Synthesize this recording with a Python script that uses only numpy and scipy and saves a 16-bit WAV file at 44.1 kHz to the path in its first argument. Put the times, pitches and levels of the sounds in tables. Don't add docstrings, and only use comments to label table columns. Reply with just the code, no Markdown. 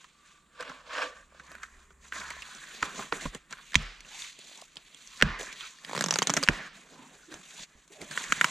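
import sys
import numpy as np
from scipy import signal
from scipy.fft import rfft, irfft
from scipy.io import wavfile

SR = 44100
rng = np.random.default_rng(int(sys.argv[2]) if len(sys.argv) > 2 else 0)


def decibels_to_gain(level_db):
    exponent = np.asarray(level_db, float) / 20
    return 10 ** exponent


def to_wav(s):
    ch = np.atleast_2d(s).T
    pcm = np.round(np.clip(ch, -1, 1) * 32767)
    wavfile.write(sys.argv[1], SR, pcm.astype(np.int16))


N = 374850

# (frequency [Hz], width [Hz], level [dB])
FOAM_WALL = [(1040, 166, -5), (1530, 330, -4.5), (1853, 310, -5.5), (2464, 110, -11.5)]
# (time [s], peak [dB], ring [Hz], crack [dB], thud [dB])
TAPE_BREAKS = [
    (3.7546, -5, 1920, -9, -31.5),
    (5.2234, -4, 1640, -10.5, -19.5),
    (6.487, -6, 1640, -22, -18),
]
# (time [s], peak [dB], ring [Hz], crack [dB], crack [Hz])
SEAM_RIPS = [(5.895, -29.5, 990, -54, 4200), (5.912, -29, 1040, -54, 7820), (5.932, -22.5, 990, -38, 4270),
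             (5.95, -23, 980, -37, 4200), (5.955, -30, 1810, -37, 4590), (5.964, -22, 1670, -38, 4660),
             (5.977, -19.5, 1040, -31, 4200), (5.991, -26, 1520, -31.5, 4670),
             (6.009, -16, 1510, -21.5, 5700), (6.022, -23, 1460, -30, 4740), (6.04, -21.5, 1020, -21, 5850),
             (6.061, -21, 1070, -27.5, 5100), (6.085, -24, 1010, -29, 5800), (6.108, -20, 1500, -19, 5700),
             (6.125, -20.5, 1040, -32, 5140), (6.139, -24, 1460, -22, 4760), (6.158, -18.5, 990, -25, 4620),
             (6.187, -18.5, 1550, -20, 6500), (6.22, -15.5, 960, -25.5, 4600),
             (6.226, -17.5, 1880, -25.5, 6700), (6.271, -22, 1420, -20, 6660),
             (6.296, -14, 1020, -24, 5070), (6.301, -18.5, 1430, -21.5, 6660),
             (6.338, -18.5, 1400, -20, 6940), (6.367, -18.5, 1080, -21.5, 5040),
             (6.371, -14.5, 1410, -26.5, 6500), (6.428, -18.5, 1040, -27.5, 5080),
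             (6.435, -20, 1350, -24, 4680)]


def rms_one(x):
    return x / np.sqrt(np.mean(x ** 2) + 1e-20)


def in_time(rows):
    s, *columns = np.transpose(rows)
    return [np.interp(np.arange(N) / SR, s, c) for c in columns]


def at_hz(points, size):
    hz = np.maximum(np.fft.rfftfreq(size, 1 / SR), 1)
    return np.interp(np.log(hz), np.log(np.array(points)[:, 0]), np.array(points)[:, 1])


def colour(x, points):
    return irfft(rfft(x) * decibels_to_gain(at_hz(points, len(x))), len(x))


def drift(rate_hz):
    r = np.exp(-40 * np.pi * rate_hz / SR)
    noise = rng.standard_normal(N // 20 + 4002)
    slow = signal.lfilter([1], [1, -2 * r, r * r], noise)[4000:]
    return np.interp(np.arange(N) / 20, np.arange(len(slow)), 2 * np.tanh(rms_one(slow) / 2))


def resonate(x, hz, width_hz):
    r = np.exp(-np.pi * abs(width_hz) / SR)
    zeros = np.array([1, 0, -1]) * (1 - r * r) / 2
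    return signal.lfilter(zeros, [1, -2 * r * np.cos(2 * np.pi * hz / SR), r * r], x + 1e-18)


def body(x, modes, spread_db):
    return sum((-1) ** k * decibels_to_gain(db + spread_db[k]) * resonate(x, hz, width_hz)
               for k, (hz, width_hz, db) in enumerate(modes))


def grains(per_s, size_db, clump_db, clump_hz):
    sizes = decibels_to_gain(size_db * np.minimum(rng.exponential(1, N), 5)) * rng.choice([-1, 1], N)
    return sizes * (rng.random(N) < per_s / SR) * decibels_to_gain(clump_db * drift(clump_hz))


def add(out, s, peak_db, shape):
    i = round(s * SR)
    out[i:i + len(shape)] += (decibels_to_gain(peak_db) * shape / np.abs(shape).max())[:N - i]


def background():
    # (frequency [Hz], level [dB per Hz])
    air_spectrum = [(12, -44), (20, -27), (48, -23.5), (100, -10), (135, 14.5), (168, 14.5), (825, -2.5),
                    (1150, 9), (2460, -8), (4180, -19.5), (5230, -72.5), (7110, 4), (12100, -22),
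                    (16000, -15)]
    # (time [s], frequency [Hz], level [dB])
    hum_course = [
        (0.0, 63.9, -84.5),
        (1.76, 65.4, -64.5),
        (2.42, 65.5, -62.5),
    ]
    # (multiple [1], level [dB])
    hum_overtones = [(3.25, -13.5), (5.999, -14)]
    # (time [s], level [dB])
    rumble_course = [(0.0, -81), (2.01, -69), (2.39, -74), (2.79, -73), (3.67, -73.5), (3.84, -63),
                     (4.33, -82), (4.97, -81), (5.3, -70), (5.78, -85), (5.99, -82), (6.46, -70.5),
                     (6.63, -77), (7.62, -84), (8.29, -71), (8.5, -80)]
    duck_db, duck_s = -5.5, 0.87

    air = decibels_to_gain(-59 - 9.5) * rms_one(colour(rng.standard_normal(N), air_spectrum))
    since_s = np.arange(N) / SR - np.array(TAPE_BREAKS)[:, :1]
    ducks = np.where(since_s > 0, duck_db * np.exp(-np.abs(since_s) / duck_s), 0)
    air = decibels_to_gain(np.sum(ducks, axis=0)) * air

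    low = signal.butter(3, [20, 52], "band", fs=SR, output="sos")
    rumble = rms_one(signal.sosfilt(low, rng.standard_normal(N)))
    rumble = decibels_to_gain(in_time(rumble_course)[0] + 3.5 + 2.6 * drift(3.6)) * rumble

    hz, hum_db = in_time([*hum_course, (2.6, 62, -100)])
    turns = np.cumsum(hz) / SR
    tones = sum(decibels_to_gain(db) * np.sin(2 * np.pi * k * turns) for k, db in [(1, 0.0061), *hum_overtones])
    hum = np.sqrt(2) * decibels_to_gain(hum_db + 1.2 * drift(4.4)) * tones
    return air + rumble + hum


def strokes():
    # (centre [s], half length [s], wall pressure [dB], skin
    # share [dB], hollow grip [dB])
    even_swells = [(0.3, 0.18, -63.5, 5, -15), (0.693, 0.19, -48, -7, -8),
                   (1.001, 0.15, -33.5, -10.5, -7.5), (1.173, 0.12, -55, -2.5, -10),
                   (1.493, 0.23, -51.5, -7.5, -11.5), (1.75, 0.29, -62.5, -2.5, -11),
                   (2.064, 0.064, -58, 1.5, -9.5), (2.77, 0.6, -55.5, 4.5, -6.5),
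                   (2.998, 0.11, -47, 4, 0.5), (3.242, 0.068, -44.5, 0, -5),
                   (3.352, 0.041, -46.5, -4.5, -5),
                   (3.7, 0.2, -70.5, 16.5, -7), (4.214, 0.14, -56.5, 13.5, -9.5),
                  (4.5, 0.27, -67.5, 15.5, 1.5), (4.98, 0.29, -74, 17.5, 2), (5.17, 0.07, -71, 17, -8),
                  (5.639, 0.11, -51, 4, -14), (5.78, 0.034, -67, 4, -12), (5.89, 0.077, -52, -1, -3),
                  (5.99, .12, -43.5, -0.5, -7), (6.2, 0.4, -45, 3, 1), (6.381, 0.17, -39.5, 1, -2),
                  (7.04, 0.41, -63, 5.5, 2), (7.762, 0.18, -64.5, 0, -7), (8.2, 0.093, -45.5, 5, -6),
                  (8.45, 0.47, -42.5, 0, -9.5)]
    # (start [s], length [s], pressure [dB], skin share [dB], grip [dB])
    jerks = [(0.01, 0.3, -66, 9, -26), (0.605, 0.07, -38, -10, -9.5), (1.635, 0.05, -41.5, -7.5, -27),
             (2.144, 0.9, -40, -6, -18.5), (2.842, 0.14, -35, -6.5, -7), (3.137, 0.19, -40, -2.5, -5.5),
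             (3.512, 0.35, -51.5, -3, -10.5), (3.747, 0.37, -46.5, -5, -4.5), (4.055, 0.33, -59, 1.5, -4.5),
             (4.768, 0.087, -54.5, -2, -4), (5.221, 0.47, -36.5, -22, -7), (5.403, 0.5, -48.5, 3, -8),
             (6.5, 0.29, -42.5, -17, 2.5), (6.753, 0.19, -54.5, 1.5, -6), (7.321, 0.21, -48.5, 0, 1.5),
             (7.922, .12, -62.5, 8.5, 1), (8.016, 0.13, -51, 3.5, 5.5), (8.115, 0.099, -46, 0, -0.5)]
    # (end [s], length [s], pressure [dB], skin share [dB], grip [dB])
    stops = [(6, 0.15, -48, -1, -18), (5.2, 0.3, -57.5, 10.5, -15), (7.635, 0.54, -58.5, 11.5, 0),
             (6.675, 0.79, -46.5, -8, -10)]
    layer_fades = (1.29, 0.99, 1.39)
    # (wall [dB], skin [dB], hollow [dB])
    resting_db = (-74, -84.5, -86)
    swell_edge_db, jerk_end_db = -19.5, -22.5
    jerk_attack_s, stop_s = 0.03, 0.031

    t = np.arange(0, N + 64, 64) / SR
    swells = even_swells
    fades = [swell_edge_db * ((t - s) / length_s) ** 2 for s, length_s, *_ in swells]
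    fades += [jerk_end_db * np.maximum((t - s) / length_s, (s - t) / jerk_attack_s)
              for s, length_s, *_ in jerks]
    fades += [jerk_end_db * np.maximum((s - t) / length_s, (t - s) / stop_s)
              for s, length_s, *_ in stops]
    power = decibels_to_gain(2 * np.array(resting_db))[:, None]
    for fade_db, (_, _, db, skin_db, grip_db) in zip(fades, [*swells, *jerks, *stops]):
        layers_db = db + np.array([[0], [skin_db], [grip_db]])
        power = power + decibels_to_gain(2 * (layers_db + np.outer(layer_fades, fade_db)))
    return [np.interp(np.arange(N) / SR, t, np.sqrt(p)) for p in power]


def rubbing():
    # (frequency [Hz], width [Hz], level [dB])
    crown_wall = [(1106, 260, 1), (1175, 25, 12), (1500, 140, -1), (1823, 140, -2), (2140, 530, -11),
                  (3340, 510, -20), (4100, 67, -22), (5600, 490, -20)]
    crown_hollow = [(205, 48, -36), (275, 31, -11), (496, 40, 2.5), (647, 103, -3.5)]
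    leg_hollow = [(147, 39, 6), (231.5, 210, 1), (388, 84, 4.5), (686, 1500, -2)]
    # (frequency [Hz], level [dB per Hz])
    hiss_spectrum = [(1180, -7.5), (2000, -3), (2490, -3), (2980, -4.5), (3520, -1), (3770, -1.5),
                     (4600, -2.5), (5250, -11), (5990, -4), (7060, -2.5), (9250, -17), (12400, -26),
                     (13800, -27.5), (16000, -54)]
    crown_off_s = 1.394

    on_wall, on_skin, on_hollow = strokes()
    loose = np.clip((np.arange(N) / SR - crown_off_s) * 10, 0, 1)
    stutter = decibels_to_gain(0.23 * drift(21))
    slips, slow_slips = grains(6000, 3.4, 2.3, 45), grains(2000, 2.0, 2.65, 21)

    walls = []
    for modes, top_hz in ((crown_wall, 6500), (FOAM_WALL, 3000)):
        band = signal.butter(2, [950, top_hz], "band", fs=SR, output="sos")
        rung = body(slips, modes, [2.9 * drift(7.6) for _ in modes])
        walls.append(rms_one(signal.sosfilt(band, rung)))
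    steep = signal.butter(4, [130, 850], "band", fs=SR, output="sos")
    hollows = []
    for modes in (crown_hollow, leg_hollow):
        rung = body(slow_slips, modes, [1.5 * drift(5.7) for _ in modes])
        hollows.append(rms_one(signal.sosfilt(steep, rung)))

    fine = colour(grains(12000, 1.5, 1.68, 60), hiss_spectrum)
    hiss = -0.41 * resonate(fine, 4690, 820)
    for hz in 2400 * 1.372 ** np.arange(6):
        band = resonate(resonate(fine, hz, 0.99 * hz), hz, 0.99 * hz)
        hiss = hiss + decibels_to_gain(1.92 * drift(3.5) + 2.0 * drift(24)) * band
    hiss = rms_one(hiss)
    dull_hiss = signal.sosfilt(signal.butter(1, 7000, fs=SR, output="sos"), hiss)

    wall, hiss, hollow = [(1 - loose) * crown + loose * leg
                          for crown, leg in (walls, (dull_hiss, hiss), hollows)]
    return stutter * (on_wall * wall + on_skin * hiss + on_hollow * hollow)


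def snaps(rows, burst_s, ring_q, wall_share, crack_s, thud_s, low_hz):
    # (frequency [Hz], width [Hz], level [dB])
    crack_modes = [(3300, 790, -4.5), (5070, 1010, -0.5), (5500, 2160, 1), (7180, 2750, -3.5),
                   (7870, 7100, -33), (12000, 14000, -22)]
    thud_modes = [(143.3, 98, 1), (280, 139, -0.5), (425, 247, 0), (610, 248, -3)]
    out, t = np.zeros(N), np.arange(3000) / SR
    thin = signal.butter(2, low_hz, "high", fs=SR, output="sos")
    small = signal.butter(6, 140, "high", fs=SR, output="sos")
    matt = signal.butter(3, 9000, fs=SR, output="sos")
    rattle = 0.36 * np.exp(-t / 0.0049)
    for s, peak_db, hz, crack_db, thud_db, *crack_hz in rows:
        noise, spread_db = rng.standard_normal((3, len(t))), rng.normal(0, 2.8, 12)
        burst = noise[0] * (np.exp(-(t / burst_s) ** 2) + rattle)
        ring = resonate(burst, hz, hz / ring_q) - 0.13 * resonate(burst, 1900, 2700)
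        ring = ring + wall_share * body(burst, FOAM_WALL, spread_db[:len(FOAM_WALL)])
        add(out, s, peak_db, signal.sosfilt(thin, ring))

        crack = noise[1] * (np.exp(-t / crack_s) + rattle)
        crack = body(crack, crack_modes, spread_db[-len(crack_modes):])
        for top_hz in crack_hz:
            crack = crack + 1.9 * resonate(crack, top_hz, 0.14 * top_hz)
        add(out, s, crack_db - 0.5, signal.sosfilt(matt, crack))

        thud = body(noise[2] * np.exp(-t / thud_s), thud_modes, spread_db[4:8])
        add(out, s, thud_db, signal.sosfilt(small, thud))
    return out


def creaks():
    # (time [s], peak [dB], ring [Hz], crack [dB], thud [dB])
    creak_events = [(0.043, -41, 1200, -43.5, -68), (0.608, -31.5, 1140, -31, -52),
                    (0.625, -30, 1380, -36, -47), (0.696, -36.5, 1420, -39.5, -44),
                    (1.397, -37.5, 1550, -46, -55), (1.633, -32, 1340, -31, -72),
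                    (1.905, -46, 1350, -57, -55), (2.123, -34, 1530, -58, -73),
                    (2.162, -35, 1250, -52, -70), (2.213, -30, 1450, -57, -64),
                    (2.304, -29, 2130, -28.5, -42.5), (2.421, -32.5, 2580, -35, -52),
                    (2.549, -57, 1470, -33, -54), (2.829, -26.5, 1190, -36, -31.5),
                    (2.993, -31, 1040, -53, -36), (3.125, -29, 1140, -54, -26.5),
                    (3.21, -34, 1690, -35, -63), (3.255, -26.5, 1060, -54, -28.5),
                    (3.348, -34.5, 1970, -27, -33.5), (3.509, -47, 1470, -33, -87),
                    (3.526, -28.5, 1550, -27.5, -51)]
    return snaps(creak_events, burst_s=0.0083, ring_q=4.9, wall_share=0.03,
                 crack_s=0.00067, thud_s=0.0054, low_hz=680)


def scuffs():
    # (start [s], end [s], note [Hz], level [dB])
    palm_drags = [(4.1, 4.19, 850, -51), (4.54, 4.66, 870, -56), (5.2, 4.7, 200, -55),
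                  (0.646, 0.776, 270, -52.5), (0.65, 0.77, 515, -49), (6.912, 7.106, 970, -52),
                  (7.27, 7.37, 310, -46), (7.9, 8.12, 610, -52), (7.9, 7.95, 390, -50),
                  (7.98, 8.05, 414, -49), (6.88, 7.12, 247, -51.5), (6.73, 6.82, 192, -55),
                  (6.5, 6.69, 1760, -40.5), (5.24, 5.4, 1150, -38), (5.26, 5.44, 1800, -38),
                  (5.23, 5.33, 2500, -41), (5.48, 5.54, 2200, -44), (5.6, 5.68, 1350, -44),
                  (5.57, 5.71, 2400, -45), (.9, 1.08, 1160, -38), (5.88, 6.28, 177, -39.5),
                  (6.27, 6.46, 265, -36), (7.38, 7.43, 185, -53), (2.12, 2.26, 200, -55),
                  (2.13, 2.25, 620, -52), (7.57, 7.62, 950, -52), (3.79, 3.9, 1700, -48)]
    out, t, slips = 0, np.arange(N) / SR, grains(2500, 2.3, 2.0, 30)
    for start_s, end_s, hz, db in palm_drags:
        length_s = max(end_s - start_s, .02)
        stroke = np.sin(np.pi * np.clip((t - start_s) / length_s, 0, 1))
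        note = stroke * resonate(resonate(slips, hz, 0.2 * hz), hz, 0.46 * hz)
        out = out + decibels_to_gain(db - 8.5) * np.sqrt(length_s * SR / N) * rms_one(note)
    return out


def picks():
    # (time [s], peak [dB], ring [Hz], crack [dB])
    nail_picks = [(1.32, -58, 1100, -66), (1.348, -54, 1210, -66), (1.517, -36, 1170, -57),
                  (1.552, -35, 1500, -54), (2.134, -35, 1600, -55), (3.72, -41, 1685, -37),
                  (4.006, -39, 2080, -35.5), (4.048, -41, 2700, -60), (4.115, -39, 1570, -51),
                  (4.221, -28.5, 3480, -45), (4.39, -43, 2760, -33), (4.575, -48, 1860, -35),
                  (4.615, -54, 3800, -35), (4.757, -50, 3490, -39), (4.769, -32.5, 3300, -30),
                  (4.946, -42.5, 3360, -36), (5.074, -54, 3500, -35), (5.174, -46, 3310, -36),
                  (5.391, -32, 1760, -44), (5.396, -34, 1800, -30), (5.411, -33, 1890, -30),
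                  (5.43, -36, 1860, -28), (5.608, -28.5, 3300, -50), (5.629, -38.5, 1520, -51),
                  (5.848, -32.5, 1900, -29.5), (7.341, -38, 1334, -33), (7.593, -51.5, 3830, -34),
                  (7.878, -57.5, 2390, -44), (8.016, -36, 2040, -29.5), (8.111, -41, 1770, -28.5),
                  (8.24, -29, 1860, -25), (5.527, -37.5, 2270, -31.5), (5.786, -47, 1800, -45)]
    rows = [(*row, row[-1] - 21.5) for row in nail_picks]
    return snaps(rows, burst_s=0.00076, ring_q=11.0, wall_share=0.052,
                 crack_s=0.00071, thud_s=0.00085, low_hz=1020)


def knocks():
    # (time [s], peak [dB], tone [Hz])
    fingertips = [(1.323, -52, 600), (1.347, -50, 600), (1.515, -45, 644), (1.549, -47, 600),
                  (2.366, -43, 650), (2.488, -46, 850), (2.55, -50, 230), (2.745, -51, 434),
                  (3.012, -36, 1000), (3.222, -40, 700), (3.571, -42, 1480), (3.586, -39, 1470),
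                  (4.388, -51.5, 386), (4.494, -53, 665), (4.514, -49, 659), (4.589, -49, 969),
                  (4.622, -40, 685), (4.768, -47, 910), (4.88, -49, 1800), (4.904, -52, 1900),
                  (5.397, -37.5, 500), (5.409, -32.5, 450), (5.421, -39, 474), (5.431, -37, 600),
                  (7.339, -39, 610), (7.599, -50, 200), (8.024, -36, 403)]
    decay_cycles, upper, upper_db = 1.62, 1.54, -4.5
    out, t = np.zeros(N), np.arange(2000) / SR
    for s, peak_db, hz in fingertips:
        tones = np.sin(2 * np.pi * hz * t) + decibels_to_gain(upper_db) * np.sin(2 * np.pi * upper * hz * t)
        add(out, s, peak_db, tones * t * np.exp(-t * hz / decay_cycles * 2))
    return out


def slaps(rows, tones, length_s):
    out, t = np.zeros(N), np.arange(400) / SR
    swing = np.sin(np.pi * np.minimum(t / length_s, 1) ** .6) ** 2
    for s, peak_db, hz, *_ in rows:
        flap = sum(decibels_to_gain(db) * np.sin(2 * np.pi * (k * hz * t + rng.random())) for k, db in tones)
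        add(out, s, peak_db, swing * flap)
    return out


def pops():
    # (time [s], peak [dB], ring [Hz], crack [dB])
    thumb_pops = [
        (2.123, -24, 1500, -51),
        (2.8257, -26, 1280, -23),
        (3.1232, -26, 1180, -47),
        (8.175, -15.5, 1490, -27),
        (8.3223, -7, 1537, -15.5),
        (8.4115, -7, 1560, -21),
        (8.4434, -6, 1520, -21),
    ]
    # (multiple [1], level [dB])
    pop_tones = [(1.0001, 0.5), (1.35, -5.5), (1.95, -10)]
    after = [(s, db - 5.0, hz, crack_db, db - 24.0, 7000) for s, db, hz, crack_db in thumb_pops]
    ragged = snaps(after, burst_s=0.0034, ring_q=8.3, wall_share=0.31,
                   crack_s=0.0017, thud_s=0.0013, low_hz=750)
    return slaps(thumb_pops, pop_tones, 0.0031) + ragged


def tugs():
    # (time [s], peak [dB], share of the full ring left by the holding hand [1])
    tug_events = [(2.824, -40.5, 0.34), (2.987, -54, 0.33), (3.123, -47, .3), (3.255, -28.5, 0.36),
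                  (3.346, -55, 0.35), (3.757, -21.5, 0.94), (5.224, -20.5, 1.12), (6.303, -50, .3),
                  (6.367, -49, .3), (6.487, -23, 0.43), (7.343, -54, .4), (7.598, -56, 0.34),
                  (7.752, -52, 0.46), (8.018, -53.5, 0.5), (8.298, -42, 0.44), (8.367, -51, .4)]
    # (frequency [Hz], level [dB], t60 [s])
    fork_modes = [(37.8, -1, 0.37), (64.4, 4, 0.14), (77, -3.5, 0.2), (113, -11, 0.2), (150, -5.5, 0.18),
                  (173, -2, 0.14), (216, -2, 0.14)]
    out, t = np.zeros(N), np.arange(SR // 2) / SR
    for s, peak_db, share in tug_events:
        boom = 0
        for hz, db, t60_s in fork_modes:
            beat = 0.46 * np.sin(2 * np.pi * (rng.uniform(2.0, 22) * t + rng.random()))
            fall_db = db + rng.normal(0, 4.2) - 60 * t / (abs(share * t60_s) + .01)
            onset = 1 - np.exp(-t * hz / 0.41)
            boom = boom + (1 + beat) * decibels_to_gain(fall_db) * onset * np.sin(2 * np.pi * hz * t)
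        add(out, s, peak_db, boom * (1 - np.exp(-t / 0.0013)))
    return out


def recoils():
    # (time [s], peak [dB], first pitch [Hz], last pitch [Hz], length [s])
    whips = [
        (2.8282, -10, 1600, 1250, .0012),
        (2.8302, -19, 1200, 1150, .003),
        (3.1232, -15, 1500, 1300, .0009),
        (3.1251, -15, 1300, 1100, .0009),
        (3.1267, -20, 1700, 1500, .0012),
        (3.7544, 2, 1400, 2900, .0013),
        (5.2234, 2, 2700, 1150, .0018),
        (6.4865, 0, 1900, 1550, .0017),
    ]
    # (multiple [1], level [dB])
    whip_tones = [(1.001, 0), (1.65, -6), (3.2, -15)]
    sag_s, attack_s = .0012, .0004
    out, t = np.zeros(N), np.arange(600) / SR
    for s, peak_db, first_hz, last_hz, length_s in whips:
        turns = np.cumsum(last_hz + (first_hz - last_hz) * np.exp(-t / sag_s)) / SR
        whip = sum(decibels_to_gain(db) * np.sin(2 * np.pi * k * turns) for k, db in whip_tones)
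        attack = 1 - np.exp(-(t / attack_s) ** 2)
        add(out, s, peak_db, whip * attack * np.exp(-(t / length_s) ** 2))
    return out


def breaks():
    # (time from break [s], level [dB])
    lead_in = [
        (-.0107, -21),
        (-.0212, -35),
    ]
    # (multiple [1], level [dB])
    slap_tones = [(1.0001, 3.5), (1.5, 1), (2.05, -1.5), (4.099, -12)]
    rows = [(s, db - 7, hz, crack_db, thud_db) for s, db, hz, crack_db, thud_db in TAPE_BREAKS]
    for s, db, hz, crack_db, thud_db in TAPE_BREAKS:
        for lead_s, lead_db in lead_in:
            rows.append((s + lead_s, db + lead_db + 10.5, hz,
                         crack_db + lead_db - 4.5, thud_db + lead_db + 0.5))
    ragged = snaps(rows, burst_s=0.0011, ring_q=1.5, wall_share=0.34,
                   crack_s=0.001, thud_s=0.0032, low_hz=1000)
    dull = signal.butter(4, 8000, fs=SR, output="sos")
    return signal.sosfilt(dull, ragged) + decibels_to_gain(-9) * slaps(TAPE_BREAKS, slap_tones, 0.0017)


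def rips():
    crack_db, thud_db = 8.5, -10
    rows = [(s, db, hz, mean_db + crack_db, db + thud_db, crack_hz)
            for s, db, hz, mean_db, crack_hz in SEAM_RIPS]
    return snaps(rows, burst_s=0.00055, ring_q=2.1, wall_share=0.1,
                 crack_s=0.0011, thud_s=0.001, low_hz=430)


def between_rips():
    sag_db_per_s, floor_db = -330, -10
    t, rip_s = np.arange(N) / SR, np.array(SEAM_RIPS)[:, 0]
    since_s = t - rip_s[np.maximum(np.searchsorted(rip_s, t) - 1, 0)]
    ripping = (since_s > 0) & (t < TAPE_BREAKS[-1][0])
    return decibels_to_gain(np.where(ripping, np.maximum(sag_db_per_s * since_s, floor_db), 0))


def room(x):
    # (frequency [Hz], level [dB])
    tail_spectrum = [(100, -37.5), (400, -16.5), (800, -10.5), (1300, 1), (2200, 0), (4000, -6),
                     (5300, -9.5), (7000, -20), (12000, -65)]
    t60_s, room_db, recover_s, split_hz = 0.74, -48, .045, 2300
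    t, out = np.arange(SR // 2) / SR, 0
    low = signal.butter(2, split_hz, fs=SR, output="sos")
    high = signal.butter(2, split_hz, "high", fs=SR, output="sos")
    tails = [rms_one(colour(rng.standard_normal(N), tail_spectrum)) for _ in range(3)]
    dull_source = signal.sosfilt(low, x)
    dull_tail = signal.sosfilt(low, tails[0])
    bright_tail = signal.sosfilt(high, tails[1] - signal.sosfilt(low, tails[2]))
    for tail, source, band_t60_s, db in ((dull_tail, dull_source, t60_s, 0.1),
                                         (bright_tail, x - dull_source, 0.98 * t60_s, -1.5)):
        decay = decibels_to_gain(-120 * t / band_t60_s) * (1 - np.exp(-t / recover_s)) ** 2
        power = np.abs(signal.fftconvolve(source ** 2, decay)[:N])
        out = out + decibels_to_gain(db) * tail * np.sqrt(power)
    return decibels_to_gain(room_db) * out


def ports(x):
    # (frequency [Hz], level [dB])
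    port_level = [(40, -0.5), (300, -3), (1500, -1.5), (3500, -2), (6000, -0.7), (14000, 2)]
    # (frequency [Hz], phase [rad])
    port_phase = [(300, 0), (1000, .15), (3000, .3), (6000, 0)]
    # (frequency [Hz], level [dB])
    unshared = [(50, -21.5), (500, -11), (1200, -11.5), (3000, -9.5), (8000, -14.5), (14000, 0)]
    step = decibels_to_gain(at_hz(port_level, N) / 2) * np.exp(.5j * at_hz(port_phase, N))
    smear = rng.standard_normal((2, 900)) * np.exp(-np.arange(900) / (0.0045 * SR))
    turn_rad = 3.25 * drift(5.9)
    a, b = [signal.fftconvolve(x, s / np.sqrt(np.sum(s ** 2)))[:N] for s in smear]
    side = colour(a * np.cos(turn_rad) + b * np.sin(turn_rad), unshared)
    return np.array([irfft(rfft(x) * step, N) + side, irfft(rfft(x) / step, N) - side])


def scene():
    hits = creaks() + picks() + pops() + rips()
    loud = breaks() + recoils()
    tail = room(loud + decibels_to_gain(-3) * hits)
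    hands = between_rips() * rubbing() + knocks() + scuffs()
    return ports(hits + loud + tail + hands + tugs() + background())


def low_pass(x):
    return signal.sosfilt(signal.butter(12, 16480, fs=SR, output="sos"), x)


def record(dry):
    roll_off = signal.butter(8, 14600, fs=SR, output="sos")
    mix = signal.sosfilt(roll_off, np.clip(dry, -.87, .87))
    return low_pass(mix)


dry = scene()
out = record(dry)
to_wav(out)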